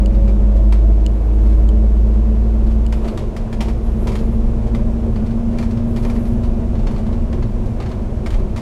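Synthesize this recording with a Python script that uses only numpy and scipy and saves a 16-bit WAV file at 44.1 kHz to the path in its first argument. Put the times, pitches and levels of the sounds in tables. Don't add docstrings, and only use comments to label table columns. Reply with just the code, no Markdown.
import sys
import numpy as np
from scipy import signal
from scipy.fft import rfft, irfft, next_fast_len
from scipy.io import wavfile
from scipy.ndimage import uniform_filter1d

SR = 44100
rng = np.random.default_rng(int(sys.argv[2]) if len(sys.argv) > 2 else 0)


def wav_record(signal):
    frames = np.transpose(np.atleast_2d(signal))
    bounded = np.clip(frames, -1, 1)
    quanta = np.round(bounded * 32767).astype(np.int16)
    wavfile.write(sys.argv[1], SR, quanta)


N = 379701
TIME_S = np.arange(N) / SR


def gain_of(db):
    return 10 ** (np.asarray(db) / 20)


def unit_rms(x):
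    return x / np.sqrt(np.mean(x ** 2) + 1e-20)


def at_peak(x, peak_db, window_samples):
    return gain_of(peak_db) * x / np.sqrt(uniform_filter1d(x ** 2, window_samples).max())


def curve(rows):
    return np.interp(TIME_S, *np.transpose(rows))


def coloured(x, spectrum):
    hz, db = np.transpose(spectrum)
    bin_hz = np.fft.rfftfreq(len(x), 1 / SR)
    bin_db = np.interp(np.log(bin_hz + 1), np.log(hz + 1), db, right=-np.inf)
    return irfft(rfft(x) * gain_of(bin_db), len(x))


def noise(spectrum):
    return unit_rms(coloured(rng.standard_normal(next_fast_len(N)), spectrum)[:N])


def drift(rate_hz):
    grid_s = TIME_S[::64]
    hz = np.fft.rfftfreq(len(grid_s), 64 / SR)
    slow = irfft(rfft(rng.standard_normal(len(grid_s))) / (1 + (hz / rate_hz) ** 4), len(grid_s))
    return np.interp(TIME_S, grid_s, unit_rms(slow))


def swell(start_s, length_s, rise_s, fade_s):
    t = TIME_S - start_s
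    return np.clip(t / rise_s, 0, 1) * np.exp(-np.maximum(t - length_s, 0) / fade_s)


def add(mix, start_s, sound):
    part = mix[max(round(start_s * SR), 0):][:len(sound)]
    part += sound[:len(part)]


# centre in Hz, width in Hz, level in dB at the centre.
CABIN_RESONANCES = [(204, 10, -26), (218.5, 11, -25.3), (228, 5, -26.5), (232.3, 5.5, -21.8),
                    (319, 15, -34), (330, 10, -37.5), (350, 12, -39.5), (377, 14, -39), (430, 22, -38),
                    (455, 13, -38), (549, 18, -36.5), (632, 22, -46), (659, 15, -42.5)]


def cabin_gain(hz, off_mode_db=-55):
    power = sum(gain_of(db) ** 2 / (1 + (2 * (hz - centre_hz) / width_hz) ** 2) ** 2
                for centre_hz, width_hz, db in CABIN_RESONANCES)
    return np.sqrt(power + gain_of(off_mode_db) ** 2)


# time in seconds, level in dB.
BOOM_LEVELS = [(0.08, -11), (0.91, -9), (1.18, -15), (1.47, -9), (2.92, -14), (3.48, -45), (3.6, -19),
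               (5.09, -21), (5.17, -37), (5.5, -28)]
# cycles per six firings, level in dB.
BED_ORDERS = [(4, -29), (8, -41.5), (9, -38.5), (10, -35), (12, -35.5), (14, -49), (15, -47.5), (18, -47.5),
              (22, -43), (32, -51), (40, -53)]


def engine(start_hz=50.28, top_hz=61.25, climb_s=4.66, full_load_db=-5.5):
    firing_hz = top_hz - (top_hz - start_hz) * np.exp(-TIME_S / climb_s)
    cycle_hz = firing_hz * (1 + 0.00035 * drift(3.6)) / 6
    cycle_rad = 2 * np.pi * np.cumsum(cycle_hz) / SR

    def tone(order, rms, flutter_hz, flutter_db=2):
        flutter = gain_of(flutter_db * drift(flutter_hz))
        return np.sqrt(2) * rms * flutter * np.sin(order * cycle_rad + 2 * np.pi * rng.random())

    boom_db = curve(BOOM_LEVELS)
    load = gain_of(0.15 * (boom_db - full_load_db))
    boom = tone(6, gain_of(boom_db), flutter_hz=10, flutter_db=0.3)
    drone = tone(24, cabin_gain(24 * cycle_hz), flutter_hz=16, flutter_db=1.5)
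    whine = sum(tone(order, load * cabin_gain(order * cycle_hz), flutter_hz=3.8)
                for order in (36, 38, 48, 65, 76))
    bed = sum(tone(order, gain_of(db), flutter_hz=0.85) for order, db in BED_ORDERS)
    return boom + drone + whine + bed


# time in seconds, level in dB.
ROAD_LEVELS = [(0.0, -21.5), (0.72, -29.5), (2.56, -26), (3.71, -26), (3.95, -22.5), (7.07, -21.5),
               (7.35, -21.5), (8.6, -25.5)]
# crest in seconds, body sway in dB, surge of the tyre roar in dB.
ROAD_BUMPS = [(0.12, -22, -43), (1.42, -29, -35.5), (2.62, -21, -41), (3.05, -18, -28.5), (4.08, -28, -29),
              (4.47, -12.5, -46), (4.82, -17, -54), (5.58, -26, -31.5), (6.08, -25, -30), (6.5, -18, -52),
              (6.87, -17.5, -32), (8.36, -12, -40)]


def road(usual_road_db=-27, usual_roar_db=-31.5):
    road_db = curve(ROAD_LEVELS)
    sway_gain = gain_of(road_db + 1.2)
    roar_gain = gain_of(usual_roar_db + 0.16 * (road_db - usual_road_db))
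    for crest_s, sway_db, surge_db in ROAD_BUMPS:
        bump = swell(crest_s - 0.09, length_s=0.09, rise_s=0.09, fade_s=0.15)
        sway_gain = np.hypot(sway_gain, gain_of(sway_db) * bump)
        roar_gain = np.hypot(roar_gain, gain_of(surge_db) * bump)
    return road_db, sway_gain, roar_gain


# frequency in Hz, relative density in dB.
SWAY_SPECTRUM = [(10, -22), (19, -13), (26, -6), (29, -5), (31.8, 2), (35, -8), (41, -11), (50, -18),
                 (70, -32), (120, -72)]
FLOOR_SPECTRUM = [(31, -25.5), (48, -4.5), (67, -4), (86, -2), (101, -8.5), (119, 0), (136, -14.5),
                  (151, -11), (201, -22.5), (401, -80)]


def body_rumble(road_db, sway_gain):
    sway = noise(SWAY_SPECTRUM)
    swing = abs(signal.hilbert(sway, next_fast_len(N))[:N])
    damped = unit_rms(sway / np.sqrt(swing + 0.33))
    return sway_gain * damped + gain_of(road_db - 1.5) * noise(FLOOR_SPECTRUM)


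# frequency in Hz, relative density in dB.
HUM_SPECTRUM = [(101, -46.5), (151, -26), (176, -11), (196, -9.5), (214, 0.5), (231, -6.5), (246, -13.5),
                (271, -30.5), (501, -73.5)]
ROAR_SPECTRUM = [(100, -1.5), (250, -5.5), (295, -2), (325, 1), (380, 1), (430, -3.5), (560, -3.5),
                 (700, -7.5), (790, -13.5), (980, -14.5), (1300, -23), (1800, -29), (3000, -39.5),
                 (8000, -74.5)]


def tyres(road_db, roar_gain, jolt_db=0.86):
    hum = gain_of(road_db - 6) * noise(HUM_SPECTRUM)
    roar = roar_gain * gain_of(jolt_db * drift(18)) * noise(ROAR_SPECTRUM)
    return hum + roar


# frequency in Hz, relative density in dB.
WIND_SPECTRUM = [(300, -17), (1000, 6), (1800, -2.5), (2400, 1), (3200, -3.5), (4800, -7.5), (6000, -8),
                 (8500, -12), (11000, -16.5), (13000, -22), (16000, -26.5)]


def wind(roar_gain, usual_wind_db=-52, usual_roar_db=-31.5):
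    surge = (roar_gain / gain_of(usual_roar_db)) ** 0.7
    return gain_of(usual_wind_db) * surge * noise(WIND_SPECTRUM)


# start in seconds, peak in dB.
FITTING_SLIPS = [(0.06, -32), (1.064, -26), (1.69, -36), (2.865, -35.5)]
# nominal frequency in Hz, relative level in dB, T60 in seconds.
FITTING_MODES = [(3080, 3.5, 0.017), (4470, -0.5, 0.0099), (4980, -2, 0.0072), (6060, -13, 0.011),
                 (7270, -14, 0.0027), (7400, 3.5, 0.0058), (8610, -3.5, 0.0088), (12400, -13, 0.0093)]


def fitting_ticks(attack_s=0.00012):
    out, t = np.zeros(N), np.arange(SR // 20) / SR
    for start_s, peak_db in FITTING_SLIPS:
        ring = np.zeros(len(t))
        for hz, db, t60_s in FITTING_MODES:
            detuned_hz = hz * rng.uniform(0.93, 1.01)
            ring += gain_of(db - 60 * t / t60_s) * np.sin(2 * np.pi * (detuned_hz * t + rng.random()))
        ring *= 1 - np.exp(-t / attack_s)
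        add(out, start_s, at_peak(ring, peak_db, window_samples=90))
    return out


def knock(modes, peak_db, chatter_s, t60_s, treble_db, crack_db, contacts_per_s):
    t = np.arange(SR // 5) / SR
    contacts = 0.5 * rng.standard_normal(len(t)) * np.exp(-t / chatter_s)
    contacts *= rng.random(len(t)) < contacts_per_s / SR
    contacts[0] = 1
    hz, db = np.transpose(modes)[:, :, None]
    mode_t60_s = t60_s * (hz / 2400) ** -0.35
    partials = gain_of(db - 60 * t / mode_t60_s) * np.sin(2 * np.pi * (hz * t + rng.random(hz.shape)))
    ring = signal.fftconvolve(contacts, partials.sum(0))[:len(t)]
    crack_fade = gain_of(-60 * t / 0.045) + gain_of(-3.5 - 60 * t / 0.17)
    crack_hz_db = [(320, -12.5), (800, 10), (1500, 2), (2250, 1), (3000, -2), (4800, -6),
                   (9500, -15.5), (15900, -30)]
    crack = coloured(rng.standard_normal(len(t)), crack_hz_db)
    crack *= np.sqrt(abs(signal.fftconvolve(contacts ** 2, crack_fade ** 2)[:len(t)]))
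    sound = unit_rms(ring) + gain_of(crack_db) * unit_rms(crack)
    treble = signal.sosfilt(signal.butter(1, 5800, "high", fs=SR, output="sos"), sound)
    sound += (gain_of(treble_db) - 1) * treble
    return at_peak(sound, peak_db, window_samples=180)


# start in seconds, peak in dB.
PANE_KNOCKS = [(0.1482, -39.5), (3.0456, -36), (3.0827, -35.5), (5.1582, -38), (5.3074, -44),
               (5.772, -38.5), (6.1626, -39), (6.7526, -43), (6.8685, -31.5), (6.962, -36.5), (7.065, -37),
               (7.127, -38.5), (7.3284, -35), (7.424, -34.5), (7.8005, -31.5), (7.822, -36),
               (7.8598, -35.5), (7.9142, -36)]
# frequency in Hz, relative level in dB.
PANE_MODES = [(1078, 4), (1218, -1.5), (2036, -5), (2316, -14), (2757, -11), (3091, -12), (3392, -16),
              (3715, -12), (3942, -14), (4146, -12), (4372, -6), (4588, -13), (4717, -16), (5330, -14),
              (6666, -21), (8054, -24)]


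def pane_rattle():
    out = np.zeros(N)
    for start_s, peak_db in PANE_KNOCKS:
        add(out, start_s, knock(PANE_MODES, peak_db, chatter_s=0.0054, t60_s=0.07,
                                treble_db=-11, crack_db=4, contacts_per_s=1600))
    return out


def pane_chatter(road_db, spread_db=9.5):
    out = np.zeros(N)
    taps = [(sample / SR, road_db[sample] - 27.5) for sample in rng.integers(N, size=24)]
    for crest_s, _, surge_db in ROAD_BUMPS:
        taps += [(crest_s + offset_s, surge_db - 17) for offset_s in rng.uniform(-0.08, 0.14, 3)]
    for start_s, base_db in taps:
        peak_db = base_db + spread_db * rng.random()
        add(out, start_s, knock(PANE_MODES, peak_db, chatter_s=0.013, t60_s=0.06,
                                treble_db=3, crack_db=7, contacts_per_s=1300))
    return out


# start in seconds, peak in dB, chatter time constant in seconds.
TRIM_KNOCKS = [(0.279, -36.5, 0.015), (0.724, -28, .004), (2.9247, -31, 0.0023), (3.175, -29.5, 0.0036),
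               (3.365, -31, 0.0041), (3.5284, -31, 0.002), (3.6066, -26.5, 0.022), (3.684, -33, 0.0099),
               (4.0712, -30, .014), (4.1186, -37, 0.016), (4.1532, -31.5, .009), (4.7485, -28, 0.004),
               (5.5859, -31.5, 0.0055), (5.627, -33, 0.0061), (5.9629, -35, 0.014), (6.0504, -31.5, 0.0055),
               (6.0989, -32.5, 0.0087), (8.2611, -28.5, 0.0081), (8.305, -33.5, 0.023),
               (8.3413, -36.5, 0.006), (8.562, -32.5, 0.021)]
# frequency in Hz, relative level in dB.
TRIM_MODES = [(926, 1), (1174, -2.5), (1324, -3.5), (1583, -12), (1830, -4), (2110, -3), (2358, 2),
              (2573, -16), (2832, -14), (3004, -12.5), (3165, -6.5), (3575, -13), (3833, -10.5),
              (4307, -12), (4576, -10.5), (4802, -11), (5233, -14), (5760, -19), (6794, -14), (6988, -20)]


def trim_rattle():
    out = np.zeros(N)
    for start_s, peak_db, chatter_s in TRIM_KNOCKS:
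        add(out, start_s, knock(TRIM_MODES, peak_db, chatter_s, t60_s=0.033,
                                treble_db=2.5, crack_db=3.5, contacts_per_s=870))
    return out


# start in seconds, length in seconds, level in dB.
HISS_PUFFS = [(0.95, .7, -70), (2.7, .5, -71.5), (3.76, .58, -63.5), (4.95, .25, -72), (5.82, .5, -61),
              (7.5, .24, -72)]
# frequency in Hz, relative density in dB.
HISS_SPECTRUM = [(3000, -40), (7000, -11), (10500, -9), (11000, 0), (11350, 0), (11700, -9), (12300, -11),
                 (12800, -7), (13300, -15), (16000, -24)]


def air_hiss(flutter_db=2.4):
    flow = sum(gain_of(db) * swell(start_s, length_s, rise_s=0.12, fade_s=0.07)
               for start_s, length_s, db in HISS_PUFFS)
    return flow * gain_of(flutter_db * drift(18)) * noise(HISS_SPECTRUM)


def cabin_echo(x, t60_s=0.36, reflections_per_s=3000, delay_s=0.004):
    t = np.arange(SR // 3) / SR
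    reflections = rng.standard_normal(len(t)) * (rng.random(len(t)) < reflections_per_s / SR)
    tail = reflections * gain_of(-60 * t / t60_s) * (t > delay_s)
    return signal.fftconvolve(x, tail / np.linalg.norm(tail))[:N]


def scene():
    road_db, sway_gain, roar_gain = road()
    rattles = trim_rattle() + pane_rattle() + pane_chatter(road_db)
    ticks = fitting_ticks()
    echo = cabin_echo(gain_of(-8) * rattles + gain_of(-23.5) * ticks)
    diesel = engine()
    ride = body_rumble(road_db, sway_gain) + tyres(road_db, roar_gain) + wind(roar_gain)
    return (diesel + ride + ticks + rattles + air_hiss() + echo)[None]


def record(dry, cutoff_hz=15750):
    lowpass = signal.firwin(511, cutoff_hz, window=("kaiser", 9), fs=SR)
    return signal.oaconvolve(dry, lowpass[None], "same")


dry = scene()
out = record(dry)
wav_record(out)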